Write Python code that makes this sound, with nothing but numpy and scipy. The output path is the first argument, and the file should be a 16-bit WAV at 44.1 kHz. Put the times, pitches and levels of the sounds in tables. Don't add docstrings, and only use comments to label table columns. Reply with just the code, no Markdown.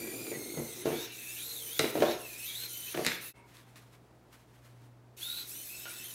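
import sys
import numpy as np
from scipy import signal
from scipy.fft import rfft, irfft, next_fast_len
from scipy.io import wavfile
from scipy.ndimage import uniform_filter1d

SR = 44100
rng = np.random.default_rng(int(sys.argv[2]) if len(sys.argv) > 2 else 0)


def elevation(decibels):
    levels = np.asarray(decibels, float)
    return 10 ** (levels / 20)


def to_wav(s):
    ch = np.atleast_2d(s).T
    pcm = np.round(np.clip(ch, -1, 1) * 32767)
    wavfile.write(sys.argv[1], SR, pcm.astype(np.int16))


N = 270774
T = np.arange(N) / SR
CHANGE_S = 3.331


def unit(x):
    return x / np.sqrt(np.mean(x ** 2))


def walk(rate_hz):
    hold = int(SR / rate_hz)
    steps = np.repeat(rng.standard_normal(N // hold + 1), hold)
    return unit(uniform_filter1d(uniform_filter1d(steps, hold), hold)[:N])


def colour(x, points):
    hz, db = np.transpose(points)
    size = next_fast_len(N, True)
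    bins = np.log(np.fft.rfftfreq(size, 1 / SR) + 1)
    skirt = np.maximum(np.log(hz[0]) - bins, 0) + np.maximum(bins - np.log(hz[-1]), 0)
    gain = elevation(np.interp(bins, np.log(hz), db) - 60 * skirt)
    return unit(irfft(rfft(x, size) * gain, size)[:N])


def patchy(x, depth_db):
    z = signal.stft(x, nperseg=512)[2]
    field = uniform_filter1d(rng.standard_normal(z.shape), size=4, axis=0)
    field = uniform_filter1d(field, size=9, axis=1)
    return unit(signal.istft(z * elevation(depth_db * unit(field)), nperseg=512)[1][:N])


def resonate(x, peaks):
    return sum(elevation(db) * signal.lfilter(*signal.iirpeak(hz, hz / width, SR), x) for hz, width, db in peaks)


def grit(rate_hz, scatter_db):
    hits = rng.random(N) < rate_hz / SR
    return unit(hits * rng.standard_normal(N) * elevation(scatter_db * rng.standard_normal(N)))


def swells(rows):
    power = 0
    for s, db, rise_s, fall_s in rows:
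        power = power + elevation(db - 20 * np.maximum((s - T) / rise_s, (T - s) / fall_s)) ** 2
    return np.sqrt(power)


def obey(orders):
    s, goal_hz, lag_s, *levels = np.transpose(orders)
    start_hz = [goal_hz[0]]
    for k in range(len(s) - 1):
        left = np.exp(-(s[k + 1] - s[k]) / lag_s[k])
        start_hz.append(goal_hz[k] + (start_hz[k] - goal_hz[k]) * left)
    now = np.maximum(np.searchsorted(s, T, "right") - 1, 0)
    hz = goal_hz[now] + (np.array(start_hz) - goal_hz)[now] * np.exp(-(T - s[now]) / lag_s[now])
    keep = np.exp(-1 / (0.007 * SR))
    settled = []
    for db in levels:
        change = signal.lfilter([1 - keep], [1, -keep], elevation(db[now]) - elevation(db[0]))
        settled.append(20 * np.log10(elevation(db[0]) + change + 1e-9))
    return hz, *settled


# multiple, level_db
OVERTONES = [(2, 1.5), (3, 3.5), (4, 2.5), (5, -2.5), (6, -11)]
# pitch_hz, width_hz, level_db
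FRAME_MODES = [(2120, 130, -20), (2350, 240, -7), (2650, 200, -3.5), (3050, 116, -5.5), (3420, 180, -1.5),
               (3700, 220, -0.5), (3880, 210, -15.5), (4190, 220, 4.5)]


def whine(orders):
    waver, slip, throb_db = .003, .009, 3.7
    hz, first_db, upper_db = obey(orders)
    throb = walk(300) + 0.26 * walk(35)
    overtones, mesh = 0, 0
    # level_db, drift
    for share_db, drift in (0, 0), (-9, .014):
        speed_hz = hz * (1 + drift * walk(8) + waver * walk(60) + slip * walk(700))
        phase = 2 * np.pi * np.cumsum(speed_hz) / SR
        skirt = .35 * walk(1200) + elevation(-6.5) * walk(3500)
        force = elevation(throb_db * walk(250)) + skirt
        mesh = mesh + elevation(share_db + first_db) * force * np.sin(phase + .5 * walk(400))
        voice = 0
        for k, db in OVERTONES:
            k = round(k)
            case_db = np.maximum(1.4 * np.interp(k * hz, *np.transpose(HISS_COLOUR)), -4)
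            level_db = upper_db + db + case_db + throb_db * np.roll(throb, k * SR // 7)
            voice += elevation(level_db) * np.sin(k * phase) * (k * hz < 15600)
        overtones = overtones + elevation(share_db) * voice
    return overtones + elevation(-9.5) * mesh + resonate(mesh, FRAME_MODES)


# start_s, mesh_hz, lag_s, first_partial_db, overtones_db
LEFT_PUSH = [(0, 2365, .05, -51, -55.5), (.12, 2445, .07, -49, -55.5), (.25, 2380, 0.028, -48.5, -54.5),
             (.316, 2130, 0.034, -52.5, -56.5), (.5, 2185, 0.049, -56, -55.5), (.6, 2020, 0.048, -57, -58),
             (.76, 2080, 0.038, -57, -59.5), (.835, 2610, 0.01, -88, -82), (.871, 3400, .1, -51, -66),
             (.911, 3880, .06, -53.5, -60), (.96, 3860, 0.055, -50.5, -66.5),
             (1.065, 1750, 0.024, -90, -70), (1.14, 2500, .13, -65, -62), (1.25, 2100, .02, -93, -80),
             (1.28, 3300, 0.081, -67, -56), (1.36, 2980, 0.027, -47, -57), (1.392, 4190, .047, -48.5, -54),
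             (1.535, 2550, .12, -95, -93.5), (1.965, 4600, .17, -51, -64), (2.05, 4050, 0.073, -48, -59),
             (2.135, 1830, .03, -85, -80), (2.25, 15000, 2.7, -70, -78), (2.34, 6000, 0.53, -53, -59),
             (2.42, 6000, .5, -55, -52), (2.49, 3400, .025, -56, -62), (2.545, 4300, .035, -46.5, -56),
             (2.6, 4125, .02, -49.5, -53.5), (2.665, 4120, 0.041, -60, -70), (2.725, 2300, .3, -130, -130)]
# start_s, mesh_hz, lag_s, first_partial_db, overtones_db
LEFT_SPIN = [(5.172, 3960, .055, -56, -72), (5.215, 3993, .058, -42.5, -57.5),
             (5.43, 3736, 0.056, -59, -90), (5.462, 1950, .006, -110, -110),
             (5.483, 3285, 0.056, -61, -55.5), (5.551, 3026, .018, -58, -56), (5.636, 2690, .05, -90, -95),
             (5.8, 3180, .04, -62, -68), (5.88, 3180, .05, -64, -62), (5.925, 2850, .02, -90, -90),
             (6.0, 3390, .06, -56, -61), (6.035, 3185, .012, -46, -52.5), (6.06, 2920, .08, -53.5, -58),
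             (6.11, 2374, 0.046, -60, -61)]
# start_s, mesh_hz, lag_s, first_partial_db, overtones_db
RIGHT = [(0, 2080, .05, -100, -100), (.64, 2150, 0.026, -58, -66), (.72, 2400, .1, -100, -100),
         (1.04, 2720, 0.022, -54.5, -77.5), (1.165, 2510, .035, -51.5, -66),
         (1.26, 2720, 0.039, -51.5, -65), (1.365, 2360, .015, -56, -73), (1.43, 4200, .02, -100, -100),
         (1.535, 2890, 0.074, -49.5, -62), (1.6, 3114, .02, -53, -55), (1.66, 2980, 0.035, -50.5, -53),
         (1.705, 3996, 0.12, -51, -55), (1.79, 2900, 0.14, -91.5, -90), (2.185, 2100, 0.16, -52, -62),
         (2.235, 2107, 0.16, -51, -65), (2.355, 2610, 0.043, -49.5, -64), (2.46, 3500, .096, -89.5, -92),
         (2.675, 2985, 0.031, -52.5, -56), (2.735, 3050, 0.042, -50, -57), (2.89, 3300, 0.067, -51, -52),
         (2.93, 2960, 0.079, -89, -73), (3.212, 2610, 0.029, -56.5, -69), (3.325, 3120, 0.22, -130, -130),
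         (5.625, 2370, 0.021, -63, -61), (5.685, 2663, .04, -50.5, -59.5), (5.74, 2664, 0.041, -55, -57.5),
         (5.85, 2500, 0.0543, -63, -75), (5.89, 2660, .03, -55, -57.5), (6.03, 2580, 0.043, -70, -74)]


def motors():
    return whine(LEFT_PUSH + LEFT_SPIN) + whine(RIGHT)


# start_s, hiss_level_db
EFFORT = [
    [(0, -43.5), (.8, -44), (1.04, -42), (1.13, -46), (1.37, -40.5), (1.78, -41), (1.81, -39),
     (2.12, -44.5), (2.2, -47), (2.4, -42), (2.66, -41), (2.9, -42.5), (3.21, -44.5), (3.318, -50.5)],
    [(5.175, -49.5), (5.23, -42), (5.55, -43.5), (6.14, -45.5)],
]
# start_s, hiss_lost_db, braking_s
REVERSALS = [(.84, 11, 0.017), (1.11, 9, 0.063), (1.93, 6.5, 0.02), (2.02, -0.5, 0.049), (2.18, 5, 0.045),
             (2.679, 5, .022), (2.95, 4, .03), (2.37, 5, 0.027), (3.2, 10, 0.044), (5.461, 6, 0.054),
             (5.865, 6, 0.02), (6.054, 3, 0.059)]


def drive_effort():
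    s, level_db = np.transpose(np.vstack(EFFORT))
    effort_db = np.interp(T, s, level_db)
    gate = 0
    for rows in EFFORT:
        inside_s = np.minimum(T - rows[0][0], rows[-1][0] - T)
        gate = gate + np.clip(inside_s / 0.011 + 1, 0, 1)
    for s, lost_db, brake_s in REVERSALS:
        away = np.maximum((s - T) / brake_s, (T - s) / 0.014)
        effort_db = effort_db - lost_db * np.clip(2 - 2 * away, 0, 1)
    return effort_db, np.minimum(gate, 1)


# pitch_hz, level_db per Hz
HISS_COLOUR = [(2530, -26), (4300, -2), (4880, -11), (6050, -0.5), (7660, -1.5), (9390, 0.5), (10000, 1.5),
               (10400, -4.5), (11000, 4), (12200, 2.5), (15500, -1), (16200, -19)]


def gear_hiss(effort_db):
    teeth = .6 * grit(9000, 1.5)
    return patchy(colour(rng.standard_normal(N) + teeth, HISS_COLOUR), 2.7) * elevation(effort_db - 4.0)


# pitch_hz, level_db per Hz
RATTLE_COLOUR = [(530, -52.5), (900, -8), (1180, -11), (1420, -6), (1530, -4.5), (2480, -1.5), (3160, -4.5),
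                 (3760, 3), (4300, -3), (4830, -8), (5200, -4.5), (6760, -4.5), (11400, -120)]
# peak_s, level_db, rise_s, fall_s
JOLTS = [(.88, -62, .05, .5), (1.044, -49, 0.52, 0.15), (1.378, -57, 0.029, 0.81), (1.8, -52, 0.12, .2),
         (1.93, -69, 0.042, .15), (2.03, -61, 0.086, 0.27), (2.118, -45.5, 0.19, 0.11),
         (2.65, -52, 0.5, 0.09), (2.9, -54, 0.08, 0.59), (3.068, -41, 0.045, 0.073), (3.13, -55, 0.29, .1),
         (5.21, -58.5, 0.029, 0.39), (5.39, -56, 0.17, 0.18), (5.88, -55.5, .2, 0.54)]


def chassis_rattle(effort_db):
    at_rest = elevation(-61 + 0.2 * (effort_db - effort_db[0]))
    parts = .6 * grit(4000, 1.5)
    rattle = patchy(colour(rng.standard_normal(N) + parts, RATTLE_COLOUR), 2.77)
    return rattle * np.hypot(at_rest, swells(JOLTS)) * elevation(4.5)


# pitch_hz, level_db per Hz
SLIDE_COLOUR = [(59, -45), (100, -14.5), (130, -8), (172, -16), (221, -4.5), (290, -0.5), (350, 5),
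                (387, -1), (508, -8), (573, -15), (646, -13), (1100, -26), (1430, -19), (2420, -120)]
# peak_s, level_db, rise_s, fall_s
DRAGS = [(0, -45.5, .1, 1.1), (.1, -49, 0.59, 0.42), (.25, -49, .5, 0.42), (.42, -52.5, 0.44, 0.52),
         (.548, -44.5, 0.14, 0.2), (.922, -41, 0.19, 0.16), (1.87, -57, 0.16, 0.26),
         (2.02, -31.5, 0.089, 0.13), (3.1, -54, 0.29, 0.17)]


def board_rumble():
    dragged = np.hypot(elevation(-67.5), swells(DRAGS))
    return colour(grit(2500, 2.0), SLIDE_COLOUR) * dragged * elevation(1.5 + 0.82 * walk(25))


# start_s, end_s, pitch_hz, level_db
PANELS = [(0.01, 0.149, 1950, -55.5), (0.776, 0.853, 10900, -52), (5.638, 5.762, 12400, -51),
          (5.88, 5.93, 9600, -51), (1.31, 1.55, 1400, -68), (1.446, 1.761, 464, -58),
          (2.457, 2.546, 3720, -46), (2.554, 2.897, 1418, -67.5), (2.567, 2.765, 469, -64.5),
          (3.212, 3.33, 11030, -51.5), (3.212, 3.33, 13700, -51), (3.25, 3.324, 12600, -58),
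          (3.212, 3.3, 14600, -56), (3.354, 3.417, 8500, -76), (3.36, 3.41, 9700, -80),
          (3.16, 3.21, 11600, -58), (3.353, 3.478, 950, -63), (3.336, 3.475, 2190, -66),
          (3.34, 3.444, 2650, -70), (5.237, 5.464, 1415, -59.5), (5.849, 5.899, 1420, -49.5),
          (5.883, 5.999, 1440, -58.5), (0, 0.161, 1640, -60.5), (.32, 0.373, 1980, -50),
          (0.565, 0.614, 2025, -51.5), (.9, 1.007, 2280, -52), (1.047, 1.449, 2350, -56.5),
          (1.18, 1.407, 3600, -61), (1.558, 1.656, 4000, -59), (1.704, 1.792, 3650, -51.5),
          (2.46, 2.564, 3300, -50), (2.465, 2.558, 2310, -53), (2.721, 2.898, 2120, -64),
          (3.07, 3.15, 2170, -46), (3.08, 3.198, 2530, -55), (3.1, 3.183, 3450, -51),
          (3.22, 3.321, 3800, -58), (5.19, 5.442, 2650, -70), (5.468, 5.623, 4010, -71),
          (5.7, 5.848, 1450, -71), (5.78, 6.019, 3800, -63), (5.989, 6.139, 1440, -69)]


def panels():
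    out = np.zeros(N)
    for start, end, hz, db in PANELS:
        span = slice(int(start * SR), min(int(end * SR), N))
        swell = np.sin(np.pi * np.clip((T[span] - start) / (end - start), 0, 1)) ** .5
        ringing = unit(resonate(rng.standard_normal(SR), [(hz, hz / 40, 0)]))
        out[span] += elevation(db) * swell * ringing[-len(swell):]
    return out


def drive():
    effort_db, gate = drive_effort()
    return gate * (gear_hiss(effort_db) + chassis_rattle(effort_db) + board_rumble()) + panels()


# pitch_hz, level_db per Hz
AIR_COLOUR = [(12, -54.5), (30, -31.5), (45, -13), (68, -13), (96, -14), (123, -9.5), (168, -10.5),
              (301, -10), (558, -15), (678, -14.5), (849, -17.5), (2820, -32.5), (11800, -42.5),
              (16000, -43.5)]


def room_air():
    swell_db = .6 * walk(3)
    return colour(rng.standard_normal(N), AIR_COLOUR) * elevation(-62 + swell_db)


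# pitch_hz, level_db
HUM = [(60, -75), (120.5, -62.5)]


def mains_hum():
    hum = 0
    for hz, db in HUM:
        level = np.sqrt(2) * elevation(db + 2.3 * walk(5.4))
        hum = hum + level * np.sin(2 * np.pi * hz * T + 0.59 * walk(5.4))
    return hum


def strike(events, bodies, edge_hz, push_s, edge_s, loose):
    edge = signal.butter(2, edge_hz, "band", fs=SR, output="sos")
    out, t = np.zeros(N + SR), np.arange(SR // 3) / SR
    push = np.sin(np.pi * np.minimum(t / push_s, 1))
    for (s, db, ring_s, edge_db, *_), body in zip(events, bodies):
        noise = rng.standard_normal((2, len(t)))
        chatter = elevation(-60 * t / max(ring_s, .005))
        low = resonate(push + loose * noise[0] * chatter, body)
        high = signal.sosfilt(edge, noise[1]) * (np.exp(-t / edge_s) + 0.12 * chatter)
        at = int(s * SR)
        out[at:at + len(t)] += elevation(db) * (low / abs(low).max() + elevation(edge_db) * high / abs(high).max())
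    return out[:N]


# pitch_hz, width_hz, level_db
BOARD_MODES = [(69.2, 37, -16), (142, 43, -1), (229, 16, 3), (302, 23, -4.5), (356, 60, 2.5),
               (433.5, 13.5, 2), (497, 120, -5), (571, 63, -6.5), (631, 88, 1.5), (690, 50, -0.5),
               (860, 100, -12), (950, 330, -12)]
# start_s, peak_db, edge_db, low_modes_db, high_modes_db
THUDS = [(0.267, -39, 1, -35, -35), (0.316, -29, -6, -45, -58), (0.325, -35, -30, -26, -32),
         (0.358, -32, -7, -12, -40), (0.573, -25, -19, -10, -28), (0.599, -26.5, -31, -15, -38),
         (0.619, -33.5, -18, -15, -40), (0.856, -18.5, -11, -17.5, -12), (0.867, -26.5, -30, -19, -8),
         (0.876, -28, -30, -20, -16), (0.904, -25.5, -11, -7, -8), (0.929, -24.5, -6, -24, -22),
         (1.7957, -17.5, -0.5, -16, -10.5), (1.841, -20.5, -26, -42, -19), (1.853, -26, -30, -36, -13),
         (1.9538, -18.5, -20, -44, -2), (1.975, -24, -15, -29, -1), (2.004, -23, -6, -9, -10),
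         (2.0229, -11, -18, -37, 6), (2.028, -17, -23, -40, -3), (2.035, -27, -25, -27, 0),
         (2.052, -23, -24, -19, -4), (2.066, -25, -25, -25, -4), (2.084, -23, -11, -19, 9),
         (2.947, -30, 1.5, -15, -8), (2.95, -31, -30, -26, -14), (2.976, -23, -25, -22, -6),
         (2.982, -26.5, -30, -24, -12), (2.993, -25, -12, -21, -5), (3.012, -30, -30, -19, -8),
         (3.025, -33.5, -25, -27, -7), (3.066, -24, -5, 22, -24), (3.099, -50, 0, -8.5, -14),
         (5.855, -46, 12, -25, 4)]
# pitch_hz, width_hz, level_db
CAVITY = (467, 185, 0.61)


def thuds():
    boards, drops, last_s = [], [], 0
    for s, db, edge_db, low_db, high_db in THUDS:
        tilt_db = [low_db + 16.0, 0, high_db + 0.5]
        boards.append([(hz, w, mode_db + np.interp(hz, [140, 330, 600], tilt_db))
                       for hz, w, mode_db in BOARD_MODES])
        ring_s = 0.23 if s - last_s > 0.17 else 0.13
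        drops.append((s, db, ring_s, edge_db))
        last_s = s
    blows = strike(drops, boards, [1000, 3500], push_s=.0011, edge_s=0.0043, loose=0.63)
    return elevation(-3) * blows + resonate(blows, [CAVITY])


# pitch_hz, width_hz, level_db
SHELL_MODES = [(1440, 250, 7), (1950, 610, 8.5), (2330, 310, -1.5), (2650, 56, -3), (3630, 310, -0.5),
               (3800, 520, 7)]
# start_s, peak_db, ring_s,
# treble_db, best_rung_hz
CLACKS = [(0.8555, -51, 0.044, -22, 1300), (1.793, -12, 0.041, 1.5, 3700), (1.795, -13, 0.021, -12.5, 2100),
          (1.803, -27.5, .04, -15, 3800), (1.8449, -22, 0.036, -19, 2450), (2.0225, -19, 0.028, -28, 1370),
          (2.03, -30, 0.037, -28, 1440), (2.0523, -28, 0.037, -22, 1330), (2.9441, -32, 0.04, -7.5, 1362),
          (2.975, -24, 0.046, -21, 1700), (3.0488, -21, 0.047, -0.5, 2000), (3.0651, -9, 0.022, -5, 2820),
          (3.0705, -19.5, 0.022, -21, 2180), (3.0762, -23.5, 0.065, -25.5, 2300),
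          (3.086, -25.5, 0.044, -24.5, 2300), (3.1184, -22, 0.044, -25, 1950), (3.343, -53, .03, -20, 1500),
          (3.5696, -43.5, 0.015, -2, 4280), (3.758, -45, 0.03, -18, 3762), (5.856, -44, 0.03, -11, 1418)]


def clacks():
    shells = []
    for *_, best_hz in CLACKS:
        shells.append([(hz, w, db - 32.0 * abs(np.log2(hz / best_hz))) for hz, w, db in SHELL_MODES])
    return strike(CLACKS, shells, [4500, 11000], push_s=0.00013, edge_s=0.00061, loose=0.18)


def knocks():
    no_bass = signal.butter(2, 110, "high", fs=SR, output="sos")
    return signal.sosfilt(no_bass, thuds() + clacks())


# start_s, end_s, from_hz, to_hz, level_db
CHIRPS = [
    (1.102, 1.153, 3050, 2730, -59),
    (1.199, 1.44, 1650, 1800, -66.5),
    (1.38, 1.454, 2310, 2600, -62),
    (1.662, 1.727, 2148, 2693, -57),
    (2.86, 2.912, 2450, 2760, -52.5),
    (5.885, 5.95, 2240, 2543, -59),
]


def chirps():
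    out = np.zeros(N)
    shake = walk(220) + 1j * walk(220) + 0.95
    for start, end, from_hz, to_hz, db in CHIRPS:
        span = slice(int(start * SR), int(end * SR))
        along = (T[span] - start) / (end - start)
        phase = 2 * np.pi * np.cumsum(from_hz + (to_hz - from_hz) * along) / SR
        swell = np.sin(np.pi * np.clip(along, 0, 1)) ** .5
        out[span] += elevation(db) * swell * (shake[span] * np.exp(1j * phase)).imag
    return out


# pitch_hz, level_db per Hz
SOCK_COLOUR = [(530, -47), (900, -1.5), (1970, -1), (2890, -5), (4150, -6.5), (4800, -9), (12900, -12.5),
               (16000, -19)]
# peak_s, level_db, rise_s, fall_s
SCUFFS = [(3.36, -74.5, .03, 0.25), (3.49, -67, 0.047, 0.32), (3.555, -59.5, 0.074, 0.074),
          (3.6, -69.5, .05, 0.47), (3.76, -61, 0.0062, 0.15), (3.932, -66, 0.037, 0.12), (4.2, -79, .9, .9),
          (4.33, -62, 0.032, 0.15), (4.56, -69.5, 0.15, 0.11), (4.66, -63, 0.038, 0.094),
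          (4.86, -72, .6, 0.11)]


def socks():
    cloth = colour(rng.standard_normal(N) + 0.52 * grit(2500, 2.9), SOCK_COLOUR)
    return (T > CHANGE_S) * swells(SCUFFS) * elevation(4.0 + 1.7 * walk(50)) * cloth


ROOM_T60_S = [0.41, 0.55, 0.29]
ROOM_DB = [-0.5, -2, -8]


def room(x):
    t = np.arange(SR) / SR
    bands_hz = [(60, 900), (900, 5000), (5000, 16000)]
    tail = 0
    for band, t60, db in zip(bands_hz, ROOM_T60_S, ROOM_DB):
        sos = signal.butter(2, band, "band", fs=SR, output="sos")
        part = signal.sosfilt(sos, rng.standard_normal(SR))
        part = part * elevation(-60 * t / t60) * np.clip(t / 0.0038 - .5, 0, 1)
        tail = tail + elevation(db) * part / np.sqrt(np.sum(part ** 2) * SR / 2 / (band[1] - band[0]))
    return signal.fftconvolve(x, tail[None], axes=1)[:, :N]


def scene():
    first = T < CHANGE_S
    gears = motors() + chirps()
    blows = knocks()
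    to_walls = blows + elevation(-14) * gears
    before, after = room(np.array([to_walls * first, to_walls * ~first]))
    background = room_air() + mains_hum() + socks()
    return (gears + blows + before * first + after + drive() + background)[None]


def band_limit(x):
    return signal.sosfilt(signal.butter(12, 16960, fs=SR, output="sos"), x)


def record(dry):
    fade_out_s, fade_in_s = 0.047, 0.028
    fade = np.clip(np.maximum((CHANGE_S - T) / fade_out_s, (T - CHANGE_S) / fade_in_s), .03, 1)
    rounded = .3 * np.tanh(dry / .3)
    top = signal.ellip(6, .2, 22, 15750, fs=SR, output="sos")
    return band_limit(signal.sosfilt(top, rounded * fade))


dry = scene()
out = record(dry)
to_wav(out)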